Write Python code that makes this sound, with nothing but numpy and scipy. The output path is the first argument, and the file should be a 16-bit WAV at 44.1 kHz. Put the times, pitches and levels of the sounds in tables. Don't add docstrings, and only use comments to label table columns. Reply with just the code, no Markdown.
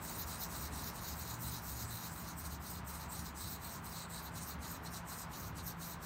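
import sys
import numpy as np
from scipy import signal
from scipy.fft import rfft, irfft, next_fast_len
from scipy.io import wavfile

SR = 44100
rng = np.random.default_rng(int(sys.argv[2]) if len(sys.argv) > 2 else 0)


def materialize(psi):
    bounded = np.clip(np.atleast_2d(psi).T, -1, 1)
    quanta = np.round(bounded * 32767).astype(np.int16)
    wavfile.write(sys.argv[1], SR, quanta)


N = 267155


def scene():
    return (sanding() + road())[None]


# way, start_s, end_s, stone_db, then stick_db, tip_db, slurry_db (each relative to the stone)
STROKES = [("push", 0.021, 0.17, -57, -2, 4.8, 5), ("pull", 0.16, 0.24, -53, -4.5, -2, 4),
           ("push", .264, .375, -54.5, -2, 4, 1), ("pull", 0.394, 0.457, -48.5, -5, -5, 4),
           ("push", .491, .604, -56, -2, 3, 1), ("pull", .604, .68, -54, -2, 0, 5),
           ("push", 0.72, .83, -55.5, -1.5, 4, 0), ("pull", .82, .909, -52, -4.5, -4, 1),
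           ("push", .94, 1.007, -57, -1, 4, 2.1), ("pull", 1.007, 1.15, -54, -4, -3, 2),
           ("push", 1.163, 1.25, -57, -1, 3, 5.4), ("pull", 1.24, 1.358, -54.5, -2.5, -2, 2),
           ("push", 1.399, 1.518, -55, -3, 2.1, 6.4), ("pull", 1.505, 1.594, -52, -4, -3.5, 3.8),
           ("push", 1.625, 1.757, -56.5, -5, 2, 4), ("pull", 1.746, 1.851, -52.5, -4.5, -5, 1),
           ("push", 1.871, 2.011, -58, -1, 3, 6.7), ("pull", 1.997, 2.092, -53.5, -4.5, -3, 2),
           ("push", 2.097, 2.261, -60.5, -4, 3, 4), ("pull", 2.248, 2.327, -55, -5.5, -2, 0),
           ("push", 2.379, 2.422, -55.5, -7, 4, 3.7), ("catch", 2.43, 2.478, -55, -1.9, 2, 1),
           ("pull", 2.493, 2.555, -57, -1.95, 0, 2), ("push", 2.617, 2.7, -57, -2, 1.9, 0.99),
           ("catch", 2.691, 2.723, -53.5, -8, 3, 4), ("pull", 2.72, 2.792, -57.5, -1, -2, 3),
           ("push", 2.872, 2.912, -54.5, -6, 3, 4), ("catch", 2.92, 2.976, -55, -4.5, 3, 2),
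           ("pull", 2.983, 3.054, -56, -2, -4, 0), ("push", 3.106, 3.175, -55.5, -2.5, 4, 3),
           ("catch", 3.176, 3.216, -54, -2, 3, 1), ("pull", 3.231, 3.298, -57.5, 0, 0, 5.8),
           ("push", 3.362, 3.483, -56, -1, 1, 2), ("pull", 3.473, 3.563, -56.5, -2, -0.97, 7.4),
           ("push", 3.608, 3.71, -60.5, 1.9, 1, 4), ("pull", 3.686, 3.786, -58.5, -3, 3, 6.2),
           ("push", 3.844, 3.88, -57.5, -1, 6, 7), ("pull", 3.88, 4.047, -58, 0, 1, 2.1),
           ("push", 4.1, 4.223, -58.5, 1, 3, 2.1), ("pull", 4.228, 4.284, -58.5, 0, -2.5, 4.7),
           ("push", 4.337, 4.43, -57, -2, 3.05, 1), ("catch", 4.407, 4.446, -53.5, -9, 5, 1),
           ("pull", 4.459, 4.534, -55, -4, -2, 5), ("push", 4.614, 4.673, -54.5, 0, 0, -4),
           ("pull", 4.647, 4.767, -58, -5, 0, 5), ("push", 4.849, 4.875, -52.5, 0.95, 1, 0),
           ("pull", 4.916, 4.99, -53.5, -6, -0.96, 1), ("push", 5.075, 5.156, -56, -5, 3, 2),
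           ("pull", 5.157, 5.239, -55.5, -5.5, 1, 4), ("push", 5.31, 5.38, -58.5, 0, 0, -3),
           ("pull", 5.354, 5.488, -57.5, -9, -2.07, 4.1), ("push", 5.572, 5.597, -49, -2, -4, -4),
           ("pull", 5.641, 5.716, -54, -6, -1.9, 3.9), ("push", 5.797, 5.855, -54.5, -3, 0, 1),
           ("pull", 5.852, 5.94, -55.5, -6, 0, 5), ("push", 6.028, 6.059, -53.5, -1.05, 2, 1)]
WAYS = {"push": (-7.5, 6, -3, -2.5, .0, 0.96), "catch": (-3, -8, 0, 4, .8, .7),
        "pull": (-9.5, 6, 0.5, -1.5, 0.8, .1)}
# time_s, slurry_pitch_hz (at no reach), edge_db (added to the way's own), pull_stick_rise_db (added on pulls)
PROGRESS = [(0, 14000, 1.5, -1), (2.0, 14300, 2, -5), (3.0, 14000, -2, -5), (3.7, 14100, 1, 2),
            (4.6, 13500, -2, 6), (5.3, 13500, -0.5, 10), (6.06, 13500, -1, 5)]


def sanding():
    start, end, stone_db, stick_db, tip_db, slurry_db = np.transpose([row[1:] for row in STROKES])
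    ways = [WAYS[row[0]] for row in STROKES]
    edge_db, stick_rise, tip_rise, slurry_rise, start_reach, end_reach = np.transpose(ways)
    slurry_hz, edge_extra_db, pull_rise = in_time(PROGRESS)

    is_pull = [row[0] == "pull" for row in STROKES]
    stick_rise = stick_rise + pull_rise[(start * SR).astype(int)] * is_pull

    times = np.maximum.accumulate(np.ravel([start, end], "F"))
    reach, = in_time(np.transpose([times, np.ravel([start_reach, end_reach], "F")]))

    clumps = from_db(0.84 * drift(54))
    grains = grit(per_s=20000, spread_db=3.0) * clumps
    out = ring_stone(grains, stone_db, stick_rise)
    out += ring_stick(grains, stone_db + stick_db, stick_rise)
    out += ring_tip(grains, stone_db + tip_db, tip_rise, reach)
    out += ring_edge(grains, stone_db + edge_db, stick_rise, edge_extra_db)
    out += hiss_slurry(grains, stone_db + slurry_db, slurry_rise, reach, slurry_hz)
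    return out


def grit(per_s, spread_db):
    sizes = from_db(spread_db * np.minimum(rng.exponential(1, N), 5))
    return sizes * (rng.random(N) < per_s / SR)


# pitch_hz, width_hz (before the widening in body), level_db (relative within the stone)
STONE_MODES = [(5020, 430, -0.5), (5735, 580, 0), (6330, 540, 0), (6860, 500, 1)]


def ring_stone(grains, level_db, stick_rise):
    ringing = body(grains, STONE_MODES, flutter_db=1.9)
    return ringing * pressure(level_db, 0.079 * stick_rise, lag_s=0.0052, edge_s=0.023, arch_db=1.0)


# pitch_hz, width_hz (before the widening in body), level_db (relative within the stick)
STICK_MODES = [(4013, 417, 5), (4435, 480, 1), (2950, 1150, -9)]


def ring_stick(grains, level_db, stick_rise):
    ringing = body(grains, STICK_MODES, flutter_db=1.5)
    return ringing * pressure(level_db, stick_rise, lag_s=0.0051, edge_s=0.024, arch_db=5.0)


# pitch_hz, width_hz (before the widening in body),
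# level_db (relative to the moving mode)
TIP_MODES = [(9070, 800, -6)]


def ring_tip(grains, level_db, tip_rise, reach):
    moving_mode = (7940 + 496 * reach, 780, 0)
    ringing = body(grains, [moving_mode] + TIP_MODES, flutter_db=2.0)
    return ringing * pressure(level_db, tip_rise, lag_s=0.003, edge_s=0.023, arch_db=-0.5)


# pitch_hz, width_hz (before the widening in body), level_db (relative within the edge)
EDGE_MODES = [(10230, 630, 0.14), (11340, 1800, -1.1)]


def ring_edge(grains, level_db, stick_rise, extra_db):
    ringing = body(grains, EDGE_MODES, flutter_db=1.5) * from_db(extra_db)
    return ringing * pressure(level_db, -0.4 * stick_rise, lag_s=0.002, edge_s=0.023, arch_db=2.0)


# pitch_hz, width_hz (before the widening in body),
# level_db (relative to the moving mode)
SLURRY_MODES = [(12700, 750, -5), (13500, 500, -6), (14700, 500, -5), (15300, 1200, -5)]


def hiss_slurry(grains, level_db, slurry_rise, reach, slurry_hz):
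    moving_mode = (slurry_hz - 300 * reach, 1660, 0)
    hiss = body(grains, [moving_mode] + SLURRY_MODES, flutter_db=2.5)
    return hiss * pressure(level_db, slurry_rise, lag_s=0.00065, edge_s=0.023, arch_db=3.5)


def body(grains, modes, flutter_db):
    rung = 0
    for hz, width_hz, db in modes:
        pushes = grains * rng.choice([-1, 1], N)
        flutter = flutter_db * (drift(16.4) + 0.68 * drift(5.7))
        rung = rung + from_db(db + flutter) * resonate(pushes, hz, 2.43 * width_hz, order=4)
    return rms_one(rung)


def pressure(level_db, lean_db, lag_s, edge_s, arch_db):
    coarse = np.arange(0, N, 32)
    t = coarse / SR - lag_s
    power = 0
    for (_, start, end, *_), db, lean in zip(STROKES, level_db, lean_db):
        along = np.clip((t - start) / (end - start), 0, 1)
        fade = (1 + np.tanh((t - start) / edge_s)) * (1 + np.tanh((end - t) / edge_s)) / 4
        arch = arch_db * (np.sin(np.pi * along) - 0.5)
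        power = power + (fade * from_db(db + arch + lean * (along - 0.5))) ** 2
    return np.interp(np.arange(N), coarse, np.sqrt(power))


def road():
    return tyres_and_rumble() + steady_engines() + deep_engine() + motor_hum() + passing_engine()


# time_s, roar_db, engine_wash_db, rumble_db
ROAD_LEVELS = [(0, -51, -62, -49.5), (1.0, -49.8, -61, -49), (1.3, -52, -64.5, -51.5), (2.5, -52, -69, -51),
               (4.0, -51.8, -66, -51.5), (6.06, -52, -64, -51.5)]
# (per Hz, relative)
RUMBLE_SHAPE = [(16, -44), (28, -18), (65, -1), (139, -4.5), (166, -2), (198, -7.5), (331, -13),
                (374, -18.5), (400, -16), (520, -33.5), (880, -120)]
# (per Hz, relative)
ROAR_SHAPE = [(250, -14.5), (400, -17.5), (600, -7.5), (950, -0.5), (1450, -5), (2200, -12.5), (3400, -21),
              (6000, -30), (10000, -38.5), (14000, -41)]
# pitch_hz, width_hz (of each of two smoothing passes)
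WASH_BAND = (510, 400)


def tyres_and_rumble():
    roar_db, wash_db, rumble_db = in_time(ROAD_LEVELS)
    out = from_db(rumble_db) * coloured(RUMBLE_SHAPE, patchy_db=1.23)
    out += from_db(roar_db) * coloured(ROAR_SHAPE, patchy_db=0.5)
    wash = resonate(rng.standard_normal(N), *WASH_BAND, order=2)
    return out + from_db(wash_db) * rms_one(wash)


# pitch_hz, width_hz, level_db
ENGINE_TONES = [(227, 8.8, -65), (413.4, 9.8, -73.5), (674, 14, -72.5)]


def steady_engines():
    out = np.zeros(N)
    for hz, width_hz, db in ENGINE_TONES:
        out += from_db(db) * rms_one(resonate(rng.standard_normal(N), hz, width_hz))
    return out


# time_s, pitch_hz, level_db
DEEP_TONE = [(0, 74, -64), (.27, 79.8, -52), (.4, 74, -61), (.6, 71.9, -52), (1.1, 68.9, -53.5),
             (1.5, 71, -66), (1.75, 72, -52.5), (1.92, 72.1, -52), (2.06, 72.2, -60), (2.2, 72.9, -51.5),
             (2.53, 73, -51), (2.65, 73, -62), (2.85, 73, -49), (3.1, 71.8, -59), (3.22, 71.8, -51.5),
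             (3.5, 74, -60.5), (4.25, 72, -59), (4.55, 71, -51.5), (4.9, 72, -64), (6.06, 72, -59.5)]


def deep_engine():
    hz, db = in_time(DEEP_TONE)
    waver_hz, waver_db = 4.005, 2.5
    return tone(hz + waver_hz * drift(7.9), db + waver_db * drift(10.0))


# pitch_hz, waver_hz, level_db, waver_db
HUM_TONE = (169, 1.53, -56.5, 1.7)


def motor_hum():
    hz, waver_hz, db, waver_db = HUM_TONE
    return tone(hz + waver_hz * drift(5.26), db + waver_db * drift(7.4))


# time_s, pitch_hz, level_db
PASSING_TONE = [(1.22, 116.3, -63), (1.3, 116.6, -50), (1.52, 116, -48), (1.66, 115.5, -64),
                (1.8, 115.3, -52), (1.95, 115.2, -51), (2.08, 115, -63)]


def passing_engine():
    hz, db = in_time(PASSING_TONE)
    t = np.arange(N) / SR
    away_s = np.maximum(PASSING_TONE[0][0] - t, 0) + np.maximum(t - PASSING_TONE[-1][0], 0)
    return tone(hz, db - 28 * away_s)


def tone(hz, db):
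    return np.sqrt(2) * from_db(db) * np.sin(2 * np.pi * np.cumsum(hz) / SR)


def coloured(spectrum, patchy_db):
    size = next_fast_len(N)
    hz = np.maximum(np.arange(size // 2 + 1) * SR / size, 1)
    point_hz, point_db = np.transpose(spectrum)
    gain_db = np.interp(np.log(hz), np.log(point_hz), point_db, left=-90, right=point_db[-1])
    noise = irfft(rfft(rng.standard_normal(size)) * from_db(gain_db), size)[:N]
    return rms_one(noise) * from_db(patchy_db * drift(2.2))


def resonate(x, hz, width_hz, order=1):
    r = np.exp(-np.pi * width_hz / SR)
    turn = np.exp(2j * np.pi * np.cumsum(hz * np.ones(N)) / SR)
    slow = x * np.conj(turn)
    for _ in range(order):
        slow = signal.lfilter([1 - r], [1, -r], slow)
    return (slow * turn).real


def drift(rate_hz):
    r = np.exp(-2 * np.pi * rate_hz * 40 / SR)
    noise = rng.standard_normal(N // 40 + 2002)
    slow = signal.lfilter([1], [1, -2 * r, r * r], noise)[2000:]
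    return np.interp(np.arange(N) / 40, np.arange(len(slow)), rms_one(slow))


def in_time(rows):
    s, *columns = np.transpose(rows)
    return [np.interp(np.arange(N) / SR, s, c) for c in columns]


def from_db(db):
    return 10 ** (np.asarray(db) / 20)


def rms_one(x):
    return x / np.sqrt(np.mean(x ** 2) + 1e-20)


def record(dry):
    low_cut = signal.butter(3, 36, "high", fs=SR, output="sos")
    top_cut = signal.ellip(16, 0.5, 80, 15750, fs=SR, output="sos")
    return signal.sosfilt(top_cut, signal.sosfilt(low_cut, dry))


dry = scene()
out = record(dry)
materialize(out)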